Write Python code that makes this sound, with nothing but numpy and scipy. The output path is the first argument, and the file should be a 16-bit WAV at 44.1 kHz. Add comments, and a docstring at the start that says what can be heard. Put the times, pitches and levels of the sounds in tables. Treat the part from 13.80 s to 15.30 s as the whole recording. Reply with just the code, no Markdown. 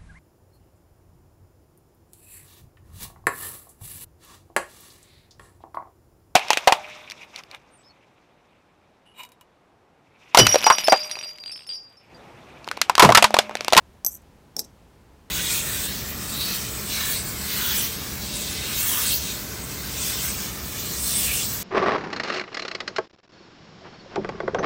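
"""Coins clinking in a palm

A loose coin strikes the others, rings and skitters; then a coin lands on the pile, bounces and settles.
Each impact excites inharmonic modes of the metal, which the hand soon damps, and a soft thud in the palm.
Sliding rims tick over embossed faces. The sound is close, in a quiet room with faint hiss and hum."""
import sys
import numpy as np
from scipy import signal
from scipy.fft import rfft, irfft
from scipy.io import wavfile

SR = 44100
rng = np.random.default_rng(int(sys.argv[2]) if len(sys.argv) > 2 else 0)


def store_wav(level_fs):
    """Save 16-bit WAV to argv[1]."""
    pcm = np.round(np.clip(np.atleast_2d(level_fs), -1, 1) * 32767)
    wavfile.write(sys.argv[1], SR, pcm.T.astype(np.int16))


N = 66150
T = np.arange(N) / SR

# Spectra of the room's hiss and reverberation: frequency_hz, relative_db
HISS_SPECTRUM = [(15, -47), (25, -8), (37, -5), (64, 1), (86, -3), (164, -6.5), (204, -7), (331, -12),
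                 (359, -10.5), (631, -15.5), (1020, -16.5), (1110, -21), (2120, -26), (2770, -28),
                 (15500, -40)]
REVERB_SPECTRUM = [(100, -11), (1500, -10), (4500, 1), (7000, 5), (11000, -3.5), (16000, -10)]
# Spectra of skin rustle and of the palm's thud under coin and pile: frequency_hz, relative_db
RUSTLE_SPECTRUM = [(60, -24), (150, -1.5), (230, 1), (380, -0.5), (600, -5.5), (850, -6.5), (1150, -36),
                   (3000, -34.5)]
COIN_THUD_SPECTRUM = [(60, -14.5), (250, 2), (850, -2.5), (1100, -11.5), (2500, -24)]
PILE_THUD_SPECTRUM = [(60, -10), (250, -6), (500, -3.5), (800, 6), (1100, -32.5), (2500, -58)]
# Spectra of scraping rims and contact clicks: frequency_hz, relative_db
COIN_SCRAPE_SPECTRUM = [(1000, -32), (4200, -41.5), (5200, -20), (6000, 2.5), (6700, -4), (8200, 1),
                        (9900, -4.5), (10250, -6), (11300, -9), (12250, 5.5), (12700, -11), (13500, -3),
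                        (14500, -10), (16000, -16.5)]
PILE_SCRAPE_SPECTRUM = [(1000, -9.5), (3000, -20.5), (4000, 3.5), (4500, -9), (5500, 10), (6200, 12.5),
                        (7000, 0.5), (9900, 3.5), (11000, -7), (13500, 1), (16000, -12)]
COIN_CLICK_SPECTRUM = [(1000, -23.5), (2200, -24), (2900, -38), (4400, -18), (5200, -8), (6100, 7),
                       (6900, -6.5), (8400, -0.5), (9200, -16.5), (9900, -8), (11000, -16.5), (12150, 7.5),
                       (12750, -5), (13500, -0.5), (14500, -18.5), (16000, -29)]
PILE_CLICK_SPECTRUM = [(1000, -17), (2400, -15), (2950, -28), (3900, -2.5), (4450, -6.5), (4900, 1),
                       (5400, 11.5), (6200, -3), (6900, -2), (8600, -4), (10800, -11.5), (13400, -13),
                       (14500, -12), (16000, -8)]
# Normal modes of the loose coin and the pile: pitch_hz, relative_db, t60_s
COIN_RING_MODES = [(5700, -16, .04), (5970, -12, .06), (6154, -8, .07), (7720, -19, .08), (8620, -17, .06),
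                   (9900, -20, .07), (10490, -20, .08), (12000, -11, .07), (12092, -9, .08),
                   (12150, -5, .1), (12256, 0, .14), (12400, -9, .07), (13520, -15, .04)]
PILE_RING_MODES = [(4020, -11, .05), (4857, -7, .06), (4975, -7, .06), (5353, 1, .07), (5570, -7, .05),
                   (5970, -9, .06), (6083, -7, .08), (7688, -7, .07), (8678, -6, .06), (9884, -9, .07),
                   (10487, -12, .07), (12215, 1, .07), (12320, -7, .05), (13620, -11, .05)]
# Slides as the coin skitters and the pile settles: start_s, length_s, scrape_db, ring_db
COIN_SKITTERS = [(0.2665, 0.0027, -30.5, -36.5), (0.273, 0.015, -43, -37), (0.291, 0.0078, -46, -78),
                 (0.303, .012, -47, -49.5), (0.314, 0.019, -43, -45), (0.3335, 0.021, -43.5, -46.5),
                 (0.350, 0.023, -49.5, -57), (0.419, .006, -64, -78)]
PILE_SHIFTS = [(0.7795, 0.012, -40, -46), (0.796, 0.0073, -32.5, -33), (0.811, 0.0099, -45, -51),
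               (0.842, 0.012, -49, -62)]
# Impacts: start_s, click_db, ring_db, thud_db, knock_db, free_ring_s
COIN_IMPACTS = [(0.2477, -17, -25, -31.5, -40, .002), (0.2565, -53, -36.5, -63, -58, .006),
                (0.2642, -12.5, -18.5, -45, -30.5, 0.019)]
PILE_IMPACTS = [(0.7658, -18.5, -36, -35, -49.5, 0.0039), (0.7925, -17.5, -25.5, -39, -43, 0.0062),
                (0.8008, -32, -53, -56, -63, 0.0055)]

HISS_DB, HUM_DB, HUM_HZ = -53.5, -70, 71
ROOM_DB, ROOM_T60_S, ROOM_DELAY_S = -22.5, 0.2, 0.006
RUSTLE_START_S, RUSTLE_RISE_S, RUSTLE_HOLD_S, RUSTLE_T60_S, RUSTLE_DB = 0.757, 0.01, 0.032, 0.28, -42.5
RADIATION_HZ, RING_RISE_S = 4130, 0.0007
TICKS_PER_S, TICK_SPREAD_DB, TICK_T60_S = 600, 8, 0.007
PRESSED_T60_S, HAND_T60_S = 0.08, 0.04  # added damping by other coins and by the hand
CRACK_S, CLATTER_DB, CLATTER_T60_S = 0.00057, -5.5, 0.025
THUD_T60_S, KNOCK_HZ, KNOCK_T60_S = 0.0088, 760, 0.023
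BAND_LIMIT_HZ = 15870


def amp(db):
    """Amplitude ratio of a level in decibels."""
    return 10 ** (np.asarray(db) / 20)


def unit_rms(x):
    """Normalisation to an rms of 1."""
    return x / np.sqrt(np.mean(x ** 2) + 1e-20)


def decay(t60_s, hold_s=0):
    """Exponential damping: after hold_s, the level falls 60 dB every t60_s."""
    return amp(-60 * np.maximum(T - hold_s, 0) / t60_s)


def add(mix, start_s, sound):
    """Superposition of a sound on the mix from start_s."""
    part = mix[round(start_s * SR):][:len(sound)]
    part += sound[:len(part)]


def convolve(x, response):
    """Response of a linear system, cut to the scene's length."""
    return signal.fftconvolve(x, response)[:N]


def colour(x, spectrum):
    """Spectral shaping by a minimum-phase filter of unit energy."""
    hz, db = np.transpose(spectrum)
    bins_hz = abs(np.fft.fftfreq(4096, 1 / SR))
    log_gain = np.log(amp(np.interp(np.log(bins_hz + 1), np.log(hz), db)))
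    response = np.exp(np.conj(signal.hilbert(log_gain)))
    taps = np.fft.ifft(response).real[:len(bins_hz) // 2]
    return convolve(x, taps / np.linalg.norm(taps))


def burst(envelope, spectrum):
    """Random contact forces: coloured noise with the energy of the envelope."""
    noise = colour(rng.choice([-1., 1.], N) * envelope, spectrum)
    return noise * np.linalg.norm(envelope) / np.linalg.norm(noise)


def background():
    """Stationary room noise: broadband hiss and a low sinusoidal hum."""
    hz, db = np.transpose(HISS_SPECTRUM)
    bins_hz = np.fft.rfftfreq(N, 1 / SR)
    gain = amp(np.interp(np.log(bins_hz + 1), np.log(hz + 1), db))
    hiss = irfft(rfft(rng.standard_normal(N)) * gain, N)
    hum = np.sin(2 * np.pi * (HUM_HZ * T + rng.random()))
    return amp(HISS_DB) * unit_rms(hiss) + amp(HUM_DB) * unit_rms(hum)


def low_swell(centre_hz=214, peak_db=-80.5):
    """Narrow-band noise swells and dies away, very faintly, as the scene opens."""
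    envelope = T * decay(t60_s=0.28)
    band = [(centre_hz / 2, -30), (centre_hz, 0), (centre_hz * 2, -30), (centre_hz * 10, -70)]
    return amp(peak_db) * burst(envelope / envelope.max(), band)


def reverberation(direct):
    """Diffuse reflections decay quickly by absorption in a furnished room."""
    reflections = rng.standard_normal(N) * decay(ROOM_T60_S) * (T > ROOM_DELAY_S)
    tail = colour(reflections, REVERB_SPECTRUM)
    return amp(ROOM_DB) * convolve(direct, tail / np.linalg.norm(tail))


def skin_rustle():
    """Friction noise: the skin rustles dully as the palm takes the pile."""
    out = np.zeros(N)
    envelope = np.minimum(T / RUSTLE_RISE_S, 1) * decay(RUSTLE_T60_S, RUSTLE_HOLD_S)
    add(out, RUSTLE_START_S, amp(RUSTLE_DB) * burst(envelope, RUSTLE_SPECTRUM))
    return out


def metal_ring(modes):
    """Free vibration as a sum of damped modes; a small disc radiates low frequencies poorly."""
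    ring = sum(amp(db) * decay(t60_s) * np.sin(2 * np.pi * hz * T) for hz, db, t60_s in modes)
    onset = np.minimum(T / RING_RISE_S, 1)  # the ring builds while the coins part
    radiation = signal.butter(4, RADIATION_HZ, "highpass", fs=SR, output="sos")
    return signal.sosfilt(radiation, ring * onset)


def rim_slides(slides, modes, scrape_spectrum):
    """Impulse-train excitation: rims catch on embossed faces, and the ticks keep the metal ringing."""
    out = np.zeros(N)
    pressed_ring = metal_ring(modes) * decay(PRESSED_T60_S)
    for start_s, length_s, scrape_db, ring_db in slides:
        jitter, strength = rng.random((2, 64))
        tick_s = (np.arange(len(jitter)) + jitter - jitter[0]) / TICKS_PER_S
        ticks = np.zeros(N)
        ticks[(tick_s * SR).astype(int)] = amp(TICK_SPREAD_DB * (2 * strength - 1)) * (tick_s <= length_s)
        scrape = amp(scrape_db) * unit_rms(burst(convolve(ticks, decay(TICK_T60_S)), scrape_spectrum))
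        ring = amp(ring_db) * unit_rms(convolve(ticks, pressed_ring))
        length_gain = np.sqrt(length_s * SR / N)  # refers the rms levels to the slide's length
        add(out, start_s, length_gain * (scrape + ring))
    return out


def coin_impacts(impacts, modes, click_spectrum, thud_spectrum):
    """Impact excitation: each blow clicks, rings the metal, and thuds and knocks in the cupped palm."""
    out = np.zeros(N)
    free_ring = metal_ring(modes)
    crack = np.exp(-(T / CRACK_S) ** 2)
    clatter = amp(CLATTER_DB) * decay(CLATTER_T60_S)
    knock = np.sin(2 * np.pi * KNOCK_HZ * T) * decay(KNOCK_T60_S) * np.minimum(T * KNOCK_HZ, 1)
    for start_s, click_db, ring_db, thud_db, knock_db, free_ring_s in impacts:
        click = amp(click_db) * burst(crack + clatter, click_spectrum)
        ring = amp(ring_db) * free_ring * decay(HAND_T60_S, free_ring_s)
        thud = amp(thud_db) * burst(decay(THUD_T60_S), thud_spectrum)
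        add(out, start_s, click + ring + thud + amp(knock_db) * knock)
    return out


def scene():
    """Superposition of direct sound, reverberation and room noise in one channel."""
    direct = coin_impacts(COIN_IMPACTS, COIN_RING_MODES, COIN_CLICK_SPECTRUM, COIN_THUD_SPECTRUM)
    direct += coin_impacts(PILE_IMPACTS, PILE_RING_MODES, PILE_CLICK_SPECTRUM, PILE_THUD_SPECTRUM)
    direct += rim_slides(COIN_SKITTERS, COIN_RING_MODES, COIN_SCRAPE_SPECTRUM)
    direct += rim_slides(PILE_SHIFTS, PILE_RING_MODES, PILE_SCRAPE_SPECTRUM)
    direct += skin_rustle() + low_swell()
    return (direct + reverberation(direct) + background())[None]


def record(dry):
    """Band limiting: a linear-phase low-pass filter removes the highest treble."""
    lowpass = signal.firwin(401, BAND_LIMIT_HZ, window=("kaiser", 8), fs=SR)
    return signal.oaconvolve(dry, lowpass[None], "same")


dry = scene()
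out = record(dry)
store_wav(out)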